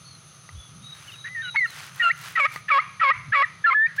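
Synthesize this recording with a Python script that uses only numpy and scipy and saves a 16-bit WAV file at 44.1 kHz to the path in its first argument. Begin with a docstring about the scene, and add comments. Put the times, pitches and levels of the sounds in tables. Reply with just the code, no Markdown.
"""A lawn, with young turkeys walking close to the microphone. One whistles, then yelps six times: each
yelp starts as a whistle, breaks into a low register rasping with half-pitch lines, and flips up again.
Others peep farther off, two clucks ring a throat, insects buzz, and grass, handling and footfalls
rustle and bump over a low drone. Trees and ground scatter a faint echo of the birds, and the
recorder's limiter ducks everything under the loud calls."""
import sys
import numpy as np
from scipy import signal
from scipy.fft import rfft, irfft
from scipy.io import wavfile
from scipy.ndimage import uniform_filter1d

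SR = 44100
rng = np.random.default_rng(int(sys.argv[2]) if len(sys.argv) > 2 else 0)


def store_wav(level_fs):
    """Save 16-bit WAV to argv[1]."""
    pcm = np.round(np.clip(np.atleast_2d(level_fs), -1, 1) * 32767)
    wavfile.write(sys.argv[1], SR, pcm.T.astype(np.int16))


N = 176400
T = np.arange(N) / SR

# Noise spectra of the insects, the drone, the open air, rustling, breath and the yelp's upper edge.
# Each row: frequency in Hz, relative level in dB.
INSECT_SPECTRUM = [(5400, -17), (6250, 8), (7000, -19), (8300, -23.5), (9100, -5), (10300, -1),
                   (11600, -21)]
DRONE_SPECTRUM = [(80, -5), (128, 8), (165, 5), (260, -24)]
OPEN_AIR_SPECTRUM = [(60, -4.5), (250, 3.5), (1000, 2), (1270, 14), (1600, 1), (4200, 4), (15500, -33)]
RUSTLE_SPECTRUM = [(300, -16.5), (1400, 13), (5500, 1), (12000, -8.5)]
BREATH_SPECTRUM = [(600, -25.5), (1250, 14.5), (2100, 23), (3300, 4), (4000, -1), (4800, -6.5)]
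HISS_SPECTRUM = [(7200, 6.5), (14000, -12)]
# Envelope of the insect buzz. Each row: time in seconds, level in dB.
INSECT_ENVELOPE = [(0, -54.5), (1.6, -54.5), (4, -62.5)]
# Far peeps. Each row: start and length in seconds, start and end of the glide in Hz, level in dB.
PEEP_NOTES = [(0.045, 0.15, 4500, 4080, -48), (0.554, 0.18, 3505, 3330, -49), (0.821, 0.2, 3876, 3754, -43),
              (1.074, 0.053, 3150, 2380, -43), (1.111, 0.24, 3840, 3850, -46),
              (1.121, 0.046, 3180, 2380, -40.5), (1.419, 0.19, 3944, 3770, -38.5),
              (1.67, 0.085, 4360, 3610, -40.5)]
# Pops that excite the clucks. Each row: time in seconds, level in dB.
CLUCK_POPS = [(0.491, -38), (2.561, -25.5)]
# Throat modes of a cluck. Each row: frequency in Hz, gain in dB, time to decay by 60 dB in seconds.
THROAT_MODES = [(1223, -4, 0.084), (1970, 5.5, 0.017), (4500, -7.5, 0.012)]
# Bumps and footfalls. 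Each row: centre and half width in seconds, frequency in Hz, level in dB.
BUMP_PULSES = [(0.564, 0.037, 83.6, -37.5), (0.778, 0.085, 173.2, -48.5), (3.189, 0.085, 122.6, -45.5),
               (3.29, 0.025, 124.5, -37.5)]
# Rustles. Each row: centre and half width in seconds, swish level and crackle level in dB.
RUSTLE_SWELLS = [(1.05, 0.14, -49, -63), (1.798, 0.11, -40.5, -54), (1.987, 0.043, -45.5, -52),
                 (2.263, 0.076, -40, -47.5), (2.547, 0.045, -42.5, -51.5), (3.969, 0.01, -45.5, -52)]
# Near whistles. Each row: start and length in seconds, start, middle and end pitch in Hz,
# level in dB, roughness (0 is smooth).
WHISTLE_NOTES = [(1.239, 0.058, 1610, 1885, 1920, -32.5, 0.71), (1.272, 0.1, 1867, 2020, 1940, -39, 0.05),
                 (1.343, 0.086, 1957, 1814, 1842, -28, 0.16), (1.419, 0.087, 1607, 1485, 1420, -32.5, 0.38),
                 (1.541, 0.021, 1080, 904, 790, -28.5, 1.26), (1.554, 0.02, 1470, 2005, 2410, -15.5, 0.9),
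                 (1.558, 0.045, 2144, 2196, 2053, -13.5, 0.05),
                 (1.599, 0.065, 2053, 1958, 1760, -18.5, 0.03), (1.65, 0.022, 1510, 1388, 1330, -29, 0.2),
                 (1.994, 0.038, 1885, 1882, 1780, -14, 0.25), (2.095, 0.027, 1910, 1908, 2540, -9, 0.2),
                 (2.35, 0.041, 2015, 1875, 1750, -20, 0.82), (2.45, 0.023, 1820, 1875, 2020, -16.5, 1.23),
                 (2.679, 0.046, 1755, 1790, 2050, -22.5, 0.97),
                 (2.777, 0.036, 1645, 2004, 2320, -14.5, 0.45), (2.994, 0.047, 1830, 1920, 1920, -20, 0.7),
                 (3.104, 0.025, 1760, 1913, 1940, -7, 0.17), (3.319, 0.052, 1553, 1927, 1990, -10, 0.24),
                 (3.42, 0.034, 1803, 1983, 1620, -12, 0), (3.639, 0.032, 1690, 1737, 1834, 1.5, 0.13),
                 (3.742, 0.13, 1705, 1756, 1850, -6, 0.01), (3.852, 0.027, 2080, 2300, 2530, -27, 0.17),
                 (3.978, 0.037, 1530, 1833, 1850, -18.5, 0.15)]
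# Spectral envelopes of a whistle's octave, a yelp's harmonics from the third up, and its half-pitch
# lines. Each row: frequency in Hz, gain in dB.
WHISTLE_OCTAVE_GAINS = [(3000, -8.5), (3450, -40), (4300, -23.5)]
OVERTONE_GAINS = [(3200, -20), (4600, -30), (5400, -61.5)]
RASP_GAINS = [(550, -17), (1650, -9), (2750, -17.5), (3800, -25), (4900, -30.5)]
# Low-register stretches; the last two form one yelp. Each row: break time, length and lead-in in
# seconds, settled pitch in Hz, then in dB: level, dip midway, octave at start and at end, rasp, hiss.
YELP_BREAKS = [(2.02, 0.088, 0.004, 1352, -23.5, -19, -3.5, -9.5, -14, -40.5),
               (2.399, .057, 0.025, 1095, -9, 16.5, 6, 12.5, 4, -31),
               (2.712, 0.073, 0.008, 1087, -2.5, 4, 11.5, -23.5, -3, -46.5),
               (3.035, 0.07, 0.02, 1079, 1, 12, -8, 2.5, -2.5, -51.5),
               (3.35, .076, 0.016, 1100, -5, 5.5, -2, -2, -4, -46.5),
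               (3.664, 0.038, .003, 1334, -4, -5, -13.5, -35, -23, -62),
               (3.698, 0.034, 0.0037, 1034, -12, 4.5, 0, 5, -12, -55)]


def from_db(db):
    """Amplitude grows tenfold for every 20 dB."""
    return 10 ** (np.asarray(db) / 20)


def unit_power(x):
    """Division by the RMS value leaves a mean power of one."""
    return x / np.sqrt(np.mean(x ** 2) + 1e-20)


def gain_at(spectrum, hz):
    """A spectral envelope runs straight between its points in dB against log frequency."""
    points_hz, db = np.transpose(spectrum)
    return from_db(np.interp(np.log(hz + 1e-9), np.log(points_hz), db))


def noise(spectrum):
    """Filtering colours white noise; the result has unit power and falls steeply beyond the ends."""
    hz = np.arange(N // 2 + 1) * SR / N + 1
    skirts = np.minimum(1, np.minimum(hz / spectrum[0][0], spectrum[-1][0] / hz)) ** 4
    return unit_power(irfft(rfft(rng.standard_normal(N)) * gain_at(spectrum, hz) * skirts, N))


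def drift(rate_hz):
    """Low-pass filtered noise wanders smoothly, here with unit power."""
    pole = np.exp(-2 * np.pi * rate_hz / SR)
    return unit_power(signal.lfilter([1], [1, -2 * pole, pole * pole], rng.standard_normal(N + SR))[SR:])


def phase_of(hz):
    """Phase is the time integral of frequency."""
    return 2 * np.pi * np.cumsum(hz) / SR


def gate(t, start, end, edge):
    """Raised-cosine edges switch a tone on and off without a click."""
    return np.sin(np.pi / 2 * np.clip(np.minimum(t - start, end - t) / edge, 0, 1)) ** 2


def swell(centre, half_width, db):
    """A Gaussian envelope falls to 1/e one half width from its peak."""
    return from_db(db) * np.exp(-((T - centre) / half_width) ** 2)


def background(flutter_db=1.0, drone_db=-52.5, open_air_db=-54):
    """Independent noises add in power: fluttering insect buzz, a far low drone and open-air hiss."""
    insect_db = np.interp(T, *np.transpose(INSECT_ENVELOPE))
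    insects = noise(INSECT_SPECTRUM) * from_db(insect_db + flutter_db * drift(40))
    drone = from_db(drone_db) * noise(DRONE_SPECTRUM)
    return insects + drone + from_db(open_air_db) * noise(OPEN_AIR_SPECTRUM)


def peeps(scoop_share=0.059, waver_share=0.0073, flutter_db=4.5):
    """Frequency and amplitude modulation make thin, far tones scoop up, waver and fade."""
    out, waver, flutter = np.zeros(N), drift(180), drift(70)
    for start, length, start_hz, end_hz, db in PEEP_NOTES:
        span = (T > start) & (T < start + length)
        progress = (T[span] - start) / length
        glide = start_hz + (end_hz - start_hz) * progress
        pitch = glide * (1 - scoop_share * np.exp(-10 * progress) + waver_share * waver[span])
        envelope = from_db(db + flutter_db * flutter[span]) * np.sin(np.pi * progress ** 0.49)
        out[span] += envelope * np.sin(phase_of(pitch))
    return out


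def clucks():
    """Impulse response: a single pop rings the throat's modes, each a damped sinusoid."""
    pops, out = np.zeros(N), np.zeros(N)
    for start, db in CLUCK_POPS:
        pops[int(start * SR)] = from_db(db)
    for hz, db, t60 in THROAT_MODES:
        radius, angle = np.exp(-np.log(1000) / (t60 * SR)), 2 * np.pi * hz / SR
        feedback = [1, -2 * radius * np.cos(angle), radius ** 2]
        out += from_db(db) * signal.lfilter([0, np.sin(angle)], feedback, pops + 1e-18)
    return out


def bumps(wander_share=0.309):
    """Footfalls and soft bumps on the recorder: random frequency modulation blurs low tones to thuds."""
    out = np.zeros(N)
    for centre, half_width, hz, db in BUMP_PULSES:
        pitch = hz * (1 + wander_share * drift(77))
        out += swell(centre, half_width, db) * np.sqrt(2) * np.sin(phase_of(pitch))
    return out


def rustles(grain_db=2.5, snaps_per_s=1200, spread_db=12, snap_s=0.00085):
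    """Grass and handling give a grainy swish and shot noise, a crackle of brief random snaps."""
    swish = unit_power(noise(RUSTLE_SPECTRUM) * from_db(grain_db * drift(400)))
    snaps = (rng.random(N) < snaps_per_s / SR) * from_db(-spread_db * rng.standard_normal(N))
    bursts = signal.lfilter([1], [1, -np.exp(-1 / (snap_s * SR))], snaps) * rng.standard_normal(N)
    crackle = unit_power(signal.sosfilt(signal.butter(1, 4000, "high", fs=SR, output="sos"), bursts))
    return sum(swish * swell(centre, half_width, swish_db) + crackle * swell(centre, half_width, crackle_db)
               for centre, half_width, swish_db, crackle_db in RUSTLE_SWELLS)


def whistles(jitter_share=0.03, breath_db=-7, swell_db=2.5):
    """Nearly sinusoidal oscillation on an arched pitch; jitter and breath noise make it rough."""
    out, breath, jitter = np.zeros(N), noise(BREATH_SPECTRUM), drift(450)
    for start, length, start_hz, mid_hz, end_hz, db, roughness in WHISTLE_NOTES:
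        span = (T > start) & (T < start + length)
        progress = (T[span] - start) / length
        arch = np.sin(np.pi * progress)
        pitch = start_hz + (end_hz - start_hz) * progress + (mid_hz - (start_hz + end_hz) / 2) * arch
        phase = phase_of(pitch * (1 + jitter_share * roughness * jitter[span]))
        voice = np.sin(phase) + gain_at(WHISTLE_OCTAVE_GAINS, 2 * pitch) * np.sin(2 * phase)
        voice += roughness * from_db(breath_db) * breath[span]
        edges = gate(T[span], start, start + length, edge=0.011)
        out[span] += voice * from_db(db + swell_db * (arch - 0.5)) * edges
    return out


def yelps():
    """Register break: the voice drops, gains an octave and a period-doubling rasp, then flips back up."""
    break_hz, flip_hz = 1325, 1273   # least pitch before the break and after the flip
    break_s, flip_s, edge_s = 0.0026, 0.0024, 0.01
    sag_share, jitter_share, scatter_rad, shimmer_db = 0.0628, 0.013, 0.11, 2
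    whistle_octave_db, rasp_growth_db, rise_db_per_s, fall_db_per_s = -23, 6, 250, 720
    out, breath, jitter = np.zeros(N), noise(BREATH_SPECTRUM), drift(450)
    hiss, scatter = noise(HISS_SPECTRUM), scatter_rad * drift(900)
    shimmer = from_db(shimmer_db * np.array([drift(60) for _ in range(3)]))
    for start, length, lead_in, hz, db, dip_db, first_db, last_db, rasp_db, hiss_db in YELP_BREAKS:
        lead_out = 0.012 if hz < flip_hz else 0
        span = (T > start - lead_in - edge_s) & (T < start + length + lead_out + edge_s)
        t = T[span] - start
        progress = np.clip(t / length, 0, 1)
        before = 0.5 - 0.5 * np.tanh(t / break_s / 2)
        after = 0.5 + 0.5 * np.tanh((t - length) / flip_s / 2)
        low = 1 - before - after   # weight of the low register
        pitch = hz * (1 + sag_share * (1 - progress) ** 1.924)   # starts sharp and settles
        pitch += before * np.maximum(break_hz - pitch, 0) + after * np.maximum(flip_hz - pitch, 0)
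        phase = phase_of(pitch * (1 + jitter_share * jitter[span]))
        uneven = phase + scatter[span]
        octave_db = low * (first_db + (last_db - first_db) * progress) + (1 - low) * whistle_octave_db
        octave = from_db(octave_db) * np.cos(2 * phase)
        tone = shimmer[0, span] * np.sin(phase) + shimmer[1, span] * octave
        overtones = sum(gain_at(OVERTONE_GAINS, k * pitch) * np.sin(k * uneven) for k in range(3, 7))
        rasp = sum(gain_at(RASP_GAINS, k * pitch) * np.sin(k * uneven) for k in np.arange(5) + 0.5)
        rasp *= shimmer[2, span] * from_db(rasp_db + rasp_growth_db * (progress - 0.5))
        breath_db = -16.8 + 0.5 * rasp_db - 1.35 * low
        air = from_db(breath_db) * breath[span] + low * from_db(hiss_db) * hiss[span]
        puffs = 1 + np.cos(phase / 2)   # one every second cycle
        voice = tone + low * (overtones + rasp) + air * puffs
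        fade_db = rise_db_per_s * np.maximum(-t, 0) + fall_db_per_s * np.maximum(t - length, 0)
        edges = gate(t, -lead_in - edge_s / 2, length + lead_out + edge_s / 2, edge_s)
        out[span] += voice * from_db(db - dip_db * np.sin(np.pi * progress) - fade_db) * edges
    return out


def echoes(birds, gain_db=-25.5, t60_s=0.55, build_s=0.0086, band_hz=(1380, 5000)):
    """Diffuse scattering from trees and ground adds a faint, fluctuating, exponentially decaying tail."""
    t = T[:SR]
    tail = rng.standard_normal(SR) * np.exp(-np.log(1000) * t / t60_s) * np.minimum(t / build_s, 1) ** 2
    tail /= np.sqrt(np.sum(tail ** 2))
    tail = signal.sosfilt(signal.butter(2, band_hz, "band", fs=SR, output="sos"), tail)
    return from_db(gain_db) * signal.fftconvolve(birds * (0.5 + drift(120)), tail)[:N]


def scene():
    """Superposition: background, birds, bumps, rustles and echoes add in one channel."""
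    birds = peeps() + clucks() + whistles() + yelps()
    return (background() + birds + bumps() + rustles() + echoes(birds))[None]


def record(dry, threshold_db=-20.5, ratio=4.26, release_db_per_s=496.5, detect_s=0.011):
    """Compression: a fast limiter lowers the gain on loud calls; filters cut the deep bass and the top."""
    window = int(detect_s * SR)
    level_db = 10 * np.log10(np.maximum(uniform_filter1d(dry[0] ** 2, window), 1e-12))
    cut_db = np.maximum(level_db - threshold_db, 0) * (1 - 1 / ratio)
    held_db = np.maximum.accumulate(cut_db + release_db_per_s * T) - release_db_per_s * T
    limited = dry * from_db(-uniform_filter1d(held_db, window))
    limited = signal.sosfilt(signal.butter(4, 47, "high", fs=SR, output="sos"), limited)
    return signal.sosfilt(signal.ellip(10, 0.1, 80, 15800, fs=SR, output="sos"), limited)


dry = scene()
out = record(dry)
store_wav(out)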